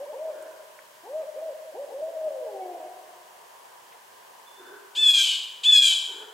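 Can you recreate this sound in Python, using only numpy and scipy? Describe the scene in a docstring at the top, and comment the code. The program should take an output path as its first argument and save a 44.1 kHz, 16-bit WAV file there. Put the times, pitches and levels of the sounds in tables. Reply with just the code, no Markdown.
"""Owl and hawk in a summer wood

An owl some way off hoots a phrase that ends in a long falling note, then a nearer hawk screams twice.
Each voice is a stack of overtones shaped by a throat, plus breathy noise; trunks and leaves add echoes and a tail.
Under them lie the hush of the wood, a few twig ticks and one soft low thump (shaped noise), a thin far whistle
(pure tones) and faint low calls from deep in the trees (rough overtones and noise)."""
import sys
import numpy as np
from scipy import signal
from scipy.fft import rfft, irfft, next_fast_len
from scipy.io import wavfile
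from scipy.ndimage import uniform_filter1d

SR = 44100
rng = np.random.default_rng(int(sys.argv[2]) if len(sys.argv) > 2 else 0)


def int16_out(signal):
    """Quantize to a 16-bit WAV file."""
    q = np.round(np.clip(np.atleast_2d(signal).T, -1, 1) * 32767)
    wavfile.write(sys.argv[1], SR, q.astype(np.int16))


N = 279153
TIME = np.arange(N) / SR  # seconds
SIZE = next_fast_len(N, real=True)
FREQS = np.arange(SIZE // 2 + 1) * SR / SIZE  # Hz

# owl hoots that arch up and down: start_s, rise_s, fall_s, first_pitch_hz, top_pitch_hz, last_pitch_hz,
# level_db (at the top of the arch)
OWL_HOOTS = [(0, 0.042, .012, 508.4, 580, 566, -34), (0.054, .065, .01, 429, 619, 600, -37.5),
             (.125, 0.13, .085, 400.3, 645, 510, -34), (1.033, .155, 0.061, 310, 634, 505, -32.5),
             (1.355, .085, .098, 449.8, 652, 469.3, -33.5), (1.737, .088, .03, 294, 575.7, 548.4, -33.5),
             (1.88, .12, 0.017, 275.5, 581.4, 569.6, -35)]
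RISE_POWER, FALL_POWER = 2.3, 2.5  # how flat the top of the arch is
HOOT_DB_PER_OCTAVE = 19  # a hoot is louder the higher it climbs
HOOT_ATTACK_S, HOOT_RELEASE_S = 0.004, 0.009
# the owl's long note, which holds, breaks downward and sinks: time_s, pitch_hz, level_db (before the shift below)
OWL_LAST_NOTE = [(2.014, 623.3, -27.5), (2.1, 658, -32.5), (2.2, 632.6, -31.5), (2.275, 623.7, -23),
                 (2.3, 565.5, -31), (2.38, 527.6, -35), (2.46, 468, -38.5), (2.49, 419, -42),
                 (2.57, 384.7, -35), (2.76, 345, -37.5), (2.79, 320.7, -43), (2.89, 305.6, -42.5)]
LAST_NOTE_SHIFT_DB = -3.5
# how hard the owl presses its voice; the last note opens into a snarl: time_s, overtone_tilt_db_per_octave
OWL_PRESSURE = [(0, -1), (1.9, -2), (2.42, -7), (2.52, -11), (2.62, 7.5), (2.76, 4), (2.86, 11.5)]
# how the owl's throat favours each pitch: frequency_hz, relative_level_db
OWL_RESONANCE = [(120, -52), (250, -10.5), (310, -0.5), (400, 5.5), (620, 4), (750, 10), (950, -4.5),
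                 (1040, -25), (1300, -35.5), (1800, -51), (2150, -34), (2400, -26.5), (2700, -62),
                 (4000, -70)]
# single echoes of the owl from trunks and slopes: delay_s, level_db
OWL_REFLECTIONS = [(.03, -16), (.07, -20), (.135, -13), (.215, -15.5), (.35, -19), (.48, -27.5)]

# hawk screams: start_s, length_s, pitch_hz (before flick and sag), level_db (before the shaping below),
# swell_db, catch_depth_db
HAWK_SCREAMS = [(4.951, 0.427, 903.5, -14, 12, 16), (5.634, 0.32, 895.7, -13.5, 4.5, 7.5)]
FLICK_HZ, FLICK_S, SAG_HZ_PER_S = 354.8, 0.011, 440  # the pitch flicks up from below, then sinks steadily
SCREAM_ONSET_DB, SCREAM_ATTACK_S, SCREAM_RELEASE_S = -13.5, 0.028, 0.023
CREST_S, FADE_DB_PER_S = 0.13, 60  # the swell ends this long after the start, then the voice tires
CATCH_S, CATCH_WIDTH_S = 0.176, 0.01  # the voice catches once on the way down
CLEAR_HOARSENESS, HOARSE_PER_S = 0.07, 4.04  # after a rough start: clear until the crest, then ever hoarser
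# how the hawk's throat favours each pitch: frequency_hz, relative_level_db
HAWK_RESONANCE = [(850, -62), (1700, -27), (2050, -22), (2550, -15), (2900, 7), (3150, -1.5), (3500, 8.5),
                  (3800, -10), (4200, -24), (5000, -21), (5900, -27.5), (6800, -18), (8500, -23.5),
                  (10000, -36.5), (12500, -36), (15000, -59)]
# colour of the air torn in the hawk's throat: frequency_hz, relative_level_db
HAWK_TORN_AIR = [(300, -82), (1200, -23), (2000, -24.5), (2500, 2), (3150, -5.5), (3900, 0), (4800, -1.5),
                 (5600, -14), (7400, -5), (9000, -15.5), (12500, -28.5), (15000, -40)]
# single echoes of the hawk from trunks and slopes: delay_s, level_db
HAWK_REFLECTIONS = [(0.019, -9), (.078, -10), (.125, -17.5), (.165, -26), (0.203, -45)]

# whistles of a small far bird: start_s, length_s, pitch_hz, level_db
FAR_WHISTLES = [(4.458, 0.054, 3490, -54.5), (4.568, 0.046, 3540, -56)]
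# faint low calls from far off: start_s, length_s, pitch_hz, level_db (before the voice and noise are mixed)
DISTANT_CALLS = [(0.319, 0.19, 359.4, -57.5), (4.569, 0.21, 380, -53.5), (4.947, 0.15, 390, -57),
                 (6.067, 0.21, 435, -55.5)]
# what is left of those voices at that distance: frequency_hz, relative_level_db
DISTANT_RESONANCE = [(100, -55), (200, -31), (300, -8), (390, -1.5), (540, -15), (720, -26), (970, -12.5),
                     (1200, -22), (1500, -6), (1750, -16), (2100, -49)]
# twig ticks and one soft low thump: start_s, level_db, centre_hz, width_octaves, time_to_fall_60_db_s
KNOCKS = [(.424, -48, 8185, 0.35, 0.035), (0.79, -37, 1684, 0.2, 0.019), (2.022, -58, 199.3, 1.18, 0.063),
          (3.922, -49.5, 1700, 0.67, .1)]

# colour of the hush of the wood: frequency_hz, relative_level_db_per_hz
HUSH_COLOUR = [(18, -73), (30, -41), (81, -32.5), (126, -25), (307, -22), (379, -12), (874, -6), (970, 0),
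               (1330, -16), (1590, -11), (2360, -19), (3070, -16), (3680, -21), (7650, -21), (15500, -25)]
HUSH_DB = -53
# how alike the hush is at both ears: frequency_hz, likeness_0_to_1 (held to 0.99 at most)
HUSH_LIKENESS = [(60, .8), (150, 0.27), (400, 0.067), (1000, 0.05), (2000, 0.057), (5000, 0.27),
                 (12000, 0.99)]
# slow rise and fall of the hush in the middle range: time_s, relative_level_db
HUSH_SWELL = [(0, -1.5), (2.4, -7.5), (3.7, 0.5), (4.7, -1.5), (5.4, -5), (6.3, 1.5)]
TOP_HZ = 15750


def owl():
    """Almost pure hoots; at low pitch the second and third harmonics fall into the throat resonance."""
    pitch, loud = contour([arch(*row) for row in OWL_HOOTS] + [last_note()])
    shaky_pitch = pitch * (1 + 0.0047 * wander(100))
    hoot = voice(shaky_pitch, OWL_RESONANCE, curve(OWL_PRESSURE), flutter_db=5.0, count=8)
    hoot = hoot * undb(1.3 * wander(70))
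    # the voice is husky in its low slides and purer at the top
    husky = np.clip(400 / pitch, 0, 1) ** 3
    air = undb(-8.5) * husky * noise(undb(at_hz(OWL_RESONANCE, FREQS)))
    return wood(loud * (hoot + air), OWL_REFLECTIONS, wet_db=-7.5, t60=1.74, treble_t60=0.86,
                build_s=0.0079, side_db=-8.5, lead_ms=0.07, pan_db=1.0)


def arch(start, rise, fall, first_hz, top_hz, last_hz, db):
    """One hoot slides up to a rounded top and drops off; loudness follows pitch."""
    age = TIME - start
    climb_left = np.clip(1 - age / rise, 0, 1) ** RISE_POWER
    drop_done = np.clip((age - rise) / fall, 0, 1) ** FALL_POWER
    # octaves below the top
    below = np.log2(top_hz / first_hz) * climb_left + np.log2(top_hz / last_hz) * drop_done
    loud = undb(db - HOOT_DB_PER_OCTAVE * below)
    loud = loud * gate(age, rise + fall, HOOT_ATTACK_S, HOOT_RELEASE_S)
    return start, top_hz / 2 ** below, loud


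def last_note():
    """The long note holds, then sinks by about an octave."""
    rows = np.array(OWL_LAST_NOTE)
    start, end = rows[0, 0], rows[-1, 0]
    loud = undb(curve(rows[:, [0, 2]]) + LAST_NOTE_SHIFT_DB)
    loud = loud * gate(TIME - start, end - start, attack=0.0056, release=0.028)
    return start, curve(rows[:, :2]), loud


def hawk():
    """A harsh upward flick and a slow fall; the fourth harmonic rings, and the voice turns hoarse as it sinks."""
    pitch, loud, hoarse = contour([scream(*row) for row in HAWK_SCREAMS])
    # uneven cycles blur the high harmonics first, then break up the whole voice
    jitter = 0.00397 * wander(350) + 0.022 * hoarse ** 2 * wander(700)
    cry = voice(pitch * (1 + jitter), HAWK_RESONANCE, tilt_db=0.0, flutter_db=2.5, count=16)
    # the air tears in coarse, uneven spurts
    spurts = undb(1.9 * wander(300))
    rasp = undb(-5.5) * hoarse * noise(undb(at_hz(HAWK_TORN_AIR, FREQS))) * spurts
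    return wood(loud * (cry + rasp), HAWK_REFLECTIONS, wet_db=-6.0, t60=0.75, treble_t60=0.81,
                build_s=0.07, side_db=-10.5, lead_ms=0, pan_db=1.5)


def scream(start, length, hz, db, swell_db, catch_db):
    """Pitch, loudness and hoarseness of one scream: a rough start, a clear swell, a catch, and tiring."""
    age = np.clip(TIME - start, 0, length)
    opening = np.clip(1 - age / SCREAM_ATTACK_S, 0, 1)
    early, late = np.maximum(1 - age / CREST_S, 0), np.maximum(age - CREST_S, 0)
    catch = np.exp(-((age - CATCH_S) / CATCH_WIDTH_S) ** 2)
    pitch = hz - FLICK_HZ * np.exp(-age / FLICK_S) - SAG_HZ_PER_S * age
    loud = undb(db + SCREAM_ONSET_DB * opening - swell_db * early - FADE_DB_PER_S * late - catch_db * catch)
    # age stops at the length, so the gate closes the scream for good
    loud = loud * gate(age, length, attack=0.0013, release=SCREAM_RELEASE_S)
    hoarse = np.clip(CLEAR_HOARSENESS + opening + HOARSE_PER_S * late, 0, 1)
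    return start, pitch, loud, hoarse


def small_bird():
    """Two thin level whistles, pure tones mostly heard through the trees."""
    tone = 0
    for start, length, hz, db in FAR_WHISTLES:
        whistle = unit(np.sin(2 * np.pi * hz * TIME))
        tone = tone + undb(db) * gate(TIME - start, length, attack=0.021, release=0.026) * whistle
    return wood(tone, [], wet_db=4.5, t60=0.76, treble_t60=0.75,
                build_s=0.026, side_db=-12, lead_ms=0, pan_db=-2)


def far_calls():
    """Low, rough calls from deep in the wood, blurred by the trees."""
    notes = []
    for start, length, hz, db in DISTANT_CALLS:
        loud = undb(db) * gate(TIME - start, length, attack=0.031, release=0.025)
        notes.append((start, np.full(N, float(hz)), loud))
    pitch, loud = contour(notes)
    shaky_pitch = pitch * (1 + 0.0395 * wander(90))
    call = undb(-2) * voice(shaky_pitch, DISTANT_RESONANCE, tilt_db=-3.5, flutter_db=10, count=4)
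    rough = undb(1) * noise(undb(at_hz(DISTANT_RESONANCE, FREQS)))
    return wood(loud * (call + rough), [], wet_db=1.5, t60=0.94, treble_t60=0.8,
                build_s=0.028, side_db=-5.5, lead_ms=0, pan_db=0)


def knocks():
    """Short dry ticks and a soft thump, each a band of noise that dies quickly."""
    out = 0
    for start, db, hz, octaves, t60 in KNOCKS:
        age = TIME - start
        level = np.clip(age / 0.001, 0, 1) * undb(db - 60 * np.abs(age) / t60)
        out = out + level * noise(bell(hz, octaves))
    return out


def hush():
    """Shaped noise that slowly rises and falls in the middle range; the treble is an even hiss."""
    colour = undb(at_hz(HUSH_COLOUR, FREQS))
    alike = np.clip(at_hz(HUSH_LIKENESS, FREQS), 0, 0.99)
    # slow swell with a small quick flutter
    swell = undb(curve(HUSH_SWELL) + 0.5 * wander(3.73) + 0.88 * wander(41))
    middle = bell(690, 0.59)
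    parts = []
    # the shared part (mid) and the part that differs between the ears (side)
    for share in (1 + alike, 1 - alike):
        spectrum = rfft(rng.standard_normal(SIZE)) * colour * np.sqrt(share / (1 + alike))
        swelling = swell * irfft(spectrum * middle, SIZE)[:N]
        steady = irfft(spectrum * (1 - middle), SIZE)[:N]
        parts.append(swelling + steady)
    mid, side = parts
    return undb(HUSH_DB) * np.array([mid + side, mid - side]) / np.std(mid)


def wood(x, echoes, wet_db, t60, treble_t60, build_s, side_db, lead_ms, pan_db):
    """Direct sound, single echoes and a scattered tail whose treble fades at its own pace."""
    t = TIME[:2 * SR]
    split = signal.butter(3, 4500, fs=SR, output="sos")
    # the scatterers are of very unequal size
    scatter = rng.standard_normal((2, len(t))) * undb(3.2 * rng.standard_normal(len(t)))
    low = signal.sosfiltfilt(split, scatter)
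    # near leaves spray the treble at once; trunks answer later
    trunks = low * np.exp(-np.log(1000) * t / t60) * (1 - np.exp(-(t / build_s) ** 2))
    leaves = (scatter - low) * np.exp(-np.log(1000) * t / treble_t60) * undb(-3.0)
    tail = trunks + leaves
    mid, side = undb(wet_db) * tail / np.sqrt(np.sum(tail[0] ** 2))
    for delay, db in echoes:
        mid[int(abs(delay) * SR)] += undb(db)
    # long waves bend round the trunks and do not come back
    bend = signal.butter(4, 390, "high", fs=SR, output="sos")
    ears = []
    for sign in (1, -1):
        answer = signal.sosfilt(bend, mid + sign * undb(side_db) * side)
        ears.append(x + signal.fftconvolve(x, answer)[:N])
    left, right = ears
    # a bird to the left reaches the right ear later
    right = np.pad(right, (int(abs(lead_ms) * SR / 1000), 0))[:N]
    return np.array([left * undb(pan_db / 2), right * undb(-pan_db / 2)])


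def voice(pitch, throat, tilt_db, flutter_db, count):
    """Overtones of a bird's voice box, each shaped by the throat and fluttering alone; rms about 1."""
    phase = 2 * np.pi * np.cumsum(pitch) / SR
    stack, power = 0, 0
    for k in range(1, count + 1):
        gain = undb(at_hz(throat, k * pitch) + tilt_db * np.log2(k) + flutter_db * wander(30))
        stack = stack + gain * np.sin(k * phase)
        power = power + gain ** 2 / 2
    return stack / np.sqrt(power)


def contour(notes):
    """Join (start, control, control, ..) notes: each holds the controls until the next one starts."""
    controls = np.array(notes[0][1:])
    for start, *note in notes[1:]:
        controls = np.where(TIME >= start, note, controls)
    return uniform_filter1d(controls, size=200)  # rounds off the joins


def gate(age, length, attack, release):
    """Open over the attack, hold, and close over the release."""
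    return np.clip(age / attack, 0, 1) * np.clip((length - age) / release, 0, 1)


def curve(table):
    """Join (s, value) points by straight lines."""
    return np.interp(TIME, *np.transpose(table))


def wander(rate):
    """Random drift of rms 1: straight lines between new random values, rate times a second."""
    steps = rng.standard_normal(16384)
    return unit(np.interp(TIME * rate, np.arange(len(steps)), steps))


def noise(gain):
    """Noise of rms 1 with the given relative gain at each frequency."""
    return unit(irfft(rfft(rng.standard_normal(SIZE)) * gain, SIZE)[:N])


def bell(hz, octaves):
    """A rounded band on the log-frequency axis."""
    return np.exp(-0.5 * (np.log2(np.maximum(FREQS, 1) / hz) / octaves) ** 2)


def at_hz(table, hz):
    """Read (Hz, value) points on a log-frequency axis."""
    f, value = np.transpose(table)
    return np.interp(np.log(np.maximum(hz, 1)), np.log(f), value)


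def undb(db):
    """Decibels to gain."""
    return 10 ** (np.asarray(db) / 20)


def unit(x):
    """Scale to rms 1."""
    return x / np.sqrt(np.mean(x ** 2))


def scene():
    """The birds over the hush of the wood."""
    return owl() + hawk() + small_bird() + far_calls() + knocks() + hush()


def record(dry):
    """A steep filter cuts the top of the treble."""
    return signal.sosfilt(signal.ellip(10, 0.1, 80, TOP_HZ, fs=SR, output="sos"), dry)


dry = scene()
out = record(dry)
int16_out(out)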